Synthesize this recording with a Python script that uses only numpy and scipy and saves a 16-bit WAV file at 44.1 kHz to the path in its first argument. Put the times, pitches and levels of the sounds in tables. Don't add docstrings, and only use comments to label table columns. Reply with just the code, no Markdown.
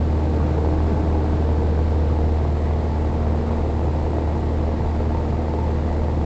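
import sys
import numpy as np
from scipy import signal
from scipy.fft import rfft, irfft
from scipy.io import wavfile

SR = 44100
rng = np.random.default_rng(int(sys.argv[2]) if len(sys.argv) > 2 else 0)


def log_audio(samples):
    frames = np.atleast_2d(samples).T
    limited = np.clip(frames, -1, 1)
    pcm = np.round(limited * 32767).astype(np.int16)
    wavfile.write(sys.argv[1], SR, pcm)


N = 275625
TIME = np.arange(N) / SR

# (time [s], speed [turns/s])
SHAFT_SPEED = [(0, 38.54), (2.1, 38.56), (2.7, 38.45), (3.9, 38.3), (4.6, 38.42), (5.5, 38.4),
               (6.25, 38.34)]
# (time [s], facing [0 ahead, 1 right])
FACING = [(0, 0.14), (1, 0.081), (2, 0.033), (2.55, 0.7), (3.4, 0.66), (4.5, 0.79)]
# (time [s], level [dB])
FIRING_LEVEL = [(0, -19.8), (.77, -20.5), (1.08, -22.5), (1.25, -20.5), (2.2, -20), (2.9, -21.8),
                (3.7, -22), (4.5, -22), (5.3, -23), (6.25, -22)]
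# (time [s], relative level [dB])
ORDER_6 = [(0, -35), (0.35, -35), (0.75, -44), (0.95, -37), (2.3, -37.5), (3.1, -35), (3.45, -30.5),
           (4.001, -38.5), (4.7, -34), (5.25, -36), (5.6, -34.5), (6.25, -35.5)]
ORDER_8 = [(0, -37.5), (0.6, -33), (1.299, -32), (1.75, -38.5), (2.2, -35), (2.7, -51), (3.0, -35),
           (3.5, -44.5), (4.0, -36.5), (4.9, -41.5), (5.4, -41.5), (6.25, -40)]
ORDER_12 = [(0, -53), (0.35, -53), (0.6, -33.5), (0.85, -44.5), (1.2, -49), (1.5, -37), (2.199, -40),
            (2.7, -41), (3.3, -46.5), (6.25, -50.5)]
ORDER_13 = [(0, -42.5), (1.0, -48), (2.1, -40), (3.097, -56), (6.25, -46.5)]
# (order [multiple of shaft speed], relative level ahead [dB], relative level right [dB])
WEAK_ORDERS = [(1, -43.5, -38.5), (2.5, -44, -48), (3, -41, -38), (3.5, -37.5, -43.5), (4, -42.5, -47),
               (4.5, -45, -41.5), (5, -41, -47), (5.5, -43, -59), (7, -41.5, -52.5), (8.5, -47.5, -49),
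               (9, -49.5, -41), (10, -43.5, -54.5), (11, -52.5, -45.5), (11.5, -45, -52), (14, -60.5, -47),
               (15, -48.5, -58), (16, -61.5, -50.5), (18, -61, -56.5), (20, -55, -56), (22, -53.5, -58),
               (26, -63, -57)]
CYLINDER_BALANCE = (-0.57, 1, -0.97, 0.2)
# (time [s], relative level [dB])
ROAR_LEVEL = [(0, -27.5), (0.55, -22.5), (0.85, -22), (1.3, -22.7), (1.8, -27), (2.7, -25.5), (3.05, -24.5),
              (3.35, -21.5), (3.7, -23), (4.3, -23.5), (6.25, -24.5)]
# (time [s], impulse strength [dB])
BARKS = [(0.255, -17.5), (0.648, -15), (0.661, -18), (0.688, -15.5), (0.804, -16.5), (1.425, -17),
         (1.491, -17), (2.189, -18), (2.292, -18), (2.451, -18), (3.509, -18), (3.794, -19), (3.816, -18.5),
         (4.133, -16), (4.276, -17), (4.392, -19), (5.149, -16.5), (5.172, -18), (5.325, -19.5),
         (5.483, -17), (5.538, -14.5), (5.588, -16.5), (5.915, -18.5), (6.019, -19), (6.213, -17.5)]
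# (start [s], fade delay [s], frequency [Hz], level [dB])
PANEL_RINGS = [(.53, 0.051, 798, -38), (0.933, 0.034, 860, -45), (1.118, 0.067, 844, -34.5),
               (2.895, 0.12, 875, -42), (5.132, 0.065, 900, -36.5), (5.469, 0.072, 888, -34.5),
               (5.543, 0.12, 893, -40.5)]
# (time [s], length [s], level [dB])
RASPS = [(0.44, 0.16, -42.5), (3.475, 0.042, -39.5)]
# (level ahead [dB], level right [dB])
SEAL_LEVELS = (-64, -54)
# (time [s], length [s], lift [dB])
GUSTS = [(0.4, .2, 8), (2.623, 0.28, 5.5), (4.26, 0.33, 4), (5.92, 0.2, 5)]
# (frequency [Hz], width [Hz], lift ahead [dB], lift right [dB])
CABIN_MODES = [(171, 85, 5.5, -1), (260, 35, 1.5, -4), (416, 42, 0, -5), (440, 75, 4.5, 0.5),
               (637, 66, 6.5, 3.5), (688, 31, 2.5, 6), (1121, 62, 6, 4.5), (1483, 43, -3, -8.5),
               (1543, 58, 5, -0.5)]
# (frequency [Hz], relative spectral density [dB])
FIREWALL_SPECTRUM = [(60, -21), (130, -3), (220, -2.5), (280, 0), (350, -0.1), (525, -1), (570, -11.5),
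                     (780, -6), (920, -12), (1020, -19.5), (1400, -20.5), (2200, -33), (4000, -44),
                     (8000, -52)]
KICK_SPECTRUM = [(150, -14), (400, -3), (520, 0), (580, -3), (680, 0), (780, -3), (870, -1), (1100, -13),
                 (2000, -31), (4000, -44), (8000, -50)]
PANEL_SPECTRUM = [(500, -44), (770, -14), (830, 0), (885, -.5), (950, -13), (1400, -43)]
RASP_SPECTRUM = [(700, -31.5), (1100, 14), (1550, -7.5), (2200, -33.5), (5000, -42)]
RUMBLE_SPECTRUM = [(8, -23), (22, 0), (35, 2.5), (55, -4.5), (90, -1), (130, 0.8), (200, -9), (400, -13),
                   (800, -17.5), (1500, -54)]
SLIPSTREAM_SPECTRUM = [(200, -0.5), (1000, 2.5), (1450, 1), (2100, -1.5), (2600, -5), (3100, -8),
                       (4100, -8), (5000, -12.5), (6100, -18.5), (7600, -20.5), (8200, -33.5)]
SEAL_SPECTRUM = [(1400, -46), (1780, -9), (1900, 6.5), (2150, -5), (2700, -26)]


def drone(turns, facing, strong_db=0.83, weak_db=0.5):
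    def tone(order, level_db, unsteadiness, start_phase):
        shake = 1 + unsteadiness * (wander(8) + 1j * wander(8))
        phasor = np.exp(2j * np.pi * (order * turns + start_phase))
        return gain_of(level_db) * np.sqrt(2) * (shake * phasor).imag

    out = tone(2, curve(FIRING_LEVEL), unsteadiness=0.055, start_phase=0)
    for order, levels in (6, ORDER_6), (8, ORDER_8), (12, ORDER_12), (13, ORDER_13):
        out += tone(order, strong_db + curve(levels), unsteadiness=0.05, start_phase=rng.random())
    for order, *levels_db in WEAK_ORDERS:
        level_db = weak_db + level_facing(levels_db, facing)
        out += tone(order, level_db, unsteadiness=0.25, start_phase=rng.random())
    return out


def puffs(turns, uneven_db=3.1, floor=0.5):
    lead, rise, hold_until, decay = 0.43, 0.17, 0.55, 0.13
    cycles = 2 * turns + lead
    firing, phase = cycles.astype(int), cycles % 1
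    chance = rng.uniform(-1, 1, firing[-1] + 1)[firing]
    cylinder_db = np.array(CYLINDER_BALANCE)[firing % len(CYLINDER_BALANCE)]
    strength = gain_of(uneven_db * chance + cylinder_db)
    burst = np.minimum(phase / rise, 1) * np.exp(-np.maximum(phase - hold_until, 0) / decay)
    return (floor + strength * burst) * rng.standard_normal(N)


def lulls(length_s=0.012, before_s=0.005, dip_db=-6.0):
    return gain_of(dip_db * sum(swell(time - before_s, length_s) for time, _ in BARKS))


def exhaust(drive, facing, trim_db=-5.5, turned_db=-2.0, surge_db=0.5):
    level_db = trim_db + curve(ROAR_LEVEL) + turned_db * facing + surge_db * wander(6)
    return gain_of(level_db) * in_cabin(blur_bass(drive), FIREWALL_SPECTRUM, facing)


def blur_bass(drive, crossover_hz=388.0):
    lowpass = signal.butter(2, crossover_hz, fs=SR, output="sos")
    highpass = signal.butter(2, crossover_hz, "high", fs=SR, output="sos")
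    churn = signal.sosfilt(lowpass, rng.standard_normal(N))
    return churn + signal.sosfilt(highpass, unit_rms(drive))


def kicks(turns, mean_db=-25.5, spread_db=4.5, jitter_s=0.0012):
    firings = np.flatnonzero(np.diff(np.floor(2 * turns)))
    delays = (rng.standard_normal(len(firings)) * jitter_s * SR).astype(int)
    strengths_db = mean_db + spread_db * rng.uniform(-1, 1, len(firings))
    impulses = np.zeros(N)
    impulses[np.clip(firings + delays, 0, N - 1)] = gain_of(strengths_db)
    impulses *= lulls() ** 2
    for time, db in BARKS:
        impulses[min(round(time * SR), N - 1)] = gain_of(db)
    pressure = colour(-impulses, KICK_SPECTRUM)
    return pressure * impulses.max() / abs(pressure).max()


def panel(drive, hum_db=-44.0, restless_db=2.0, rise_s=0.039, fade_s=0.032, waver=0.5):
    out = gain_of(hum_db + restless_db * wander(5.8)) * colour(drive, PANEL_SPECTRUM)
    for start, fade_delay, hz, db in PANEL_RINGS:
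        age = TIME - start
        envelope = np.clip(age / rise_s, 0, 1) * np.exp(-np.maximum(age - fade_delay, 0) / fade_s)
        shake = 1 + waver * (wander(40) + 1j * wander(40))
        ring = unit_rms((shake * np.exp(2j * np.pi * hz * TIME)).real)
        out += gain_of(db) * envelope * ring
    return out


def rasp(drive):
    envelope = sum(gain_of(db) * swell(time, length) for time, length, db in RASPS)
    return envelope * colour(drive, RASP_SPECTRUM)


def airframe(facing, level_db=-28.0, turned_db=-1.5, buffet_db=0.45):
    rumble = colour(rng.standard_normal(N), RUMBLE_SPECTRUM)
    return rumble * gain_of(level_db + turned_db * facing + buffet_db * wander(24))


def slipstream(facing, level_db=-42.0, turned_db=-2.35, flutter_db=0.64):
    hiss = in_cabin(rng.standard_normal(N), SLIPSTREAM_SPECTRUM, facing)
    return hiss * gain_of(level_db + turned_db * facing + flutter_db * wander(70))


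def door_seal(facing, flutter_db=1.0, flutter_hz=5.4):
    level_db = level_facing(SEAL_LEVELS, facing) + flutter_db * wander(flutter_hz)
    level_db += sum(lift_db * swell(time, length) for time, length, lift_db in GUSTS)
    return gain_of(level_db) * colour(rng.standard_normal(N), SEAL_SPECTRUM)


def in_cabin(x, spectrum, facing):
    ahead = colour(x, spectrum, [(hz, width, db) for hz, width, db, _ in CABIN_MODES])
    right = colour(x, spectrum, [(hz, width, db) for hz, width, _, db in CABIN_MODES])
    return (1 - facing) * ahead + facing * right


def level_facing(levels_db, facing):
    ahead_db, right_db = levels_db
    return ahead_db + facing * (right_db - ahead_db)


def colour(x, spectrum, modes=(), size=8192):
    hz = abs(np.fft.fftfreq(size, 1 / SR))
    knots_hz, knots_db = np.transpose(spectrum)
    db = np.interp(np.log(hz + 1), np.log(knots_hz + 1), knots_db)
    db += sum(lift / (1 + (2 * (hz - centre) / width) ** 2) for centre, width, lift in modes)
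    log_response = np.conj(signal.hilbert(np.log(gain_of(db))))
    impulse_response = np.fft.ifft(np.exp(log_response)).real
    return unit_rms(signal.oaconvolve(x, impulse_response[:size // 2])[:N])


def wander(rate_hz, control_hz=500, size=4096):
    hz = np.fft.rfftfreq(size, 1 / control_hz)
    slow = irfft(rfft(rng.standard_normal(size)) * np.exp(-(hz / rate_hz) ** 2))
    return unit_rms(np.interp(TIME * control_hz, np.arange(size), slow))


def swell(centre_s, length_s):
    return np.exp(-(2 * (TIME - centre_s) / length_s) ** 2)


def curve(rows):
    return np.interp(TIME, *np.transpose(rows))


def gain_of(db):
    return 10 ** (np.asarray(db) / 20)


def unit_rms(x):
    return x / np.sqrt(np.mean(x ** 2) + 1e-20)


def scene():
    turns = np.cumsum(curve(SHAFT_SPEED)) / SR
    facing = curve(FACING)
    drive = puffs(turns) * lulls()
    engine = drone(turns, facing) + exhaust(drive, facing) + panel(drive) + rasp(drive) + kicks(turns)
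    return (engine + airframe(facing) + slipstream(facing) + door_seal(facing))[None]


def record(dry):
    cutoff_hz = 8050
    lowpass = signal.firwin(181, cutoff_hz, window=("kaiser", 8), fs=SR)
    taper = signal.windows.tukey(N, 0.001)
    return signal.oaconvolve(dry * taper, lowpass[None], "same", axes=1)


dry = scene()
out = record(dry)
log_audio(out)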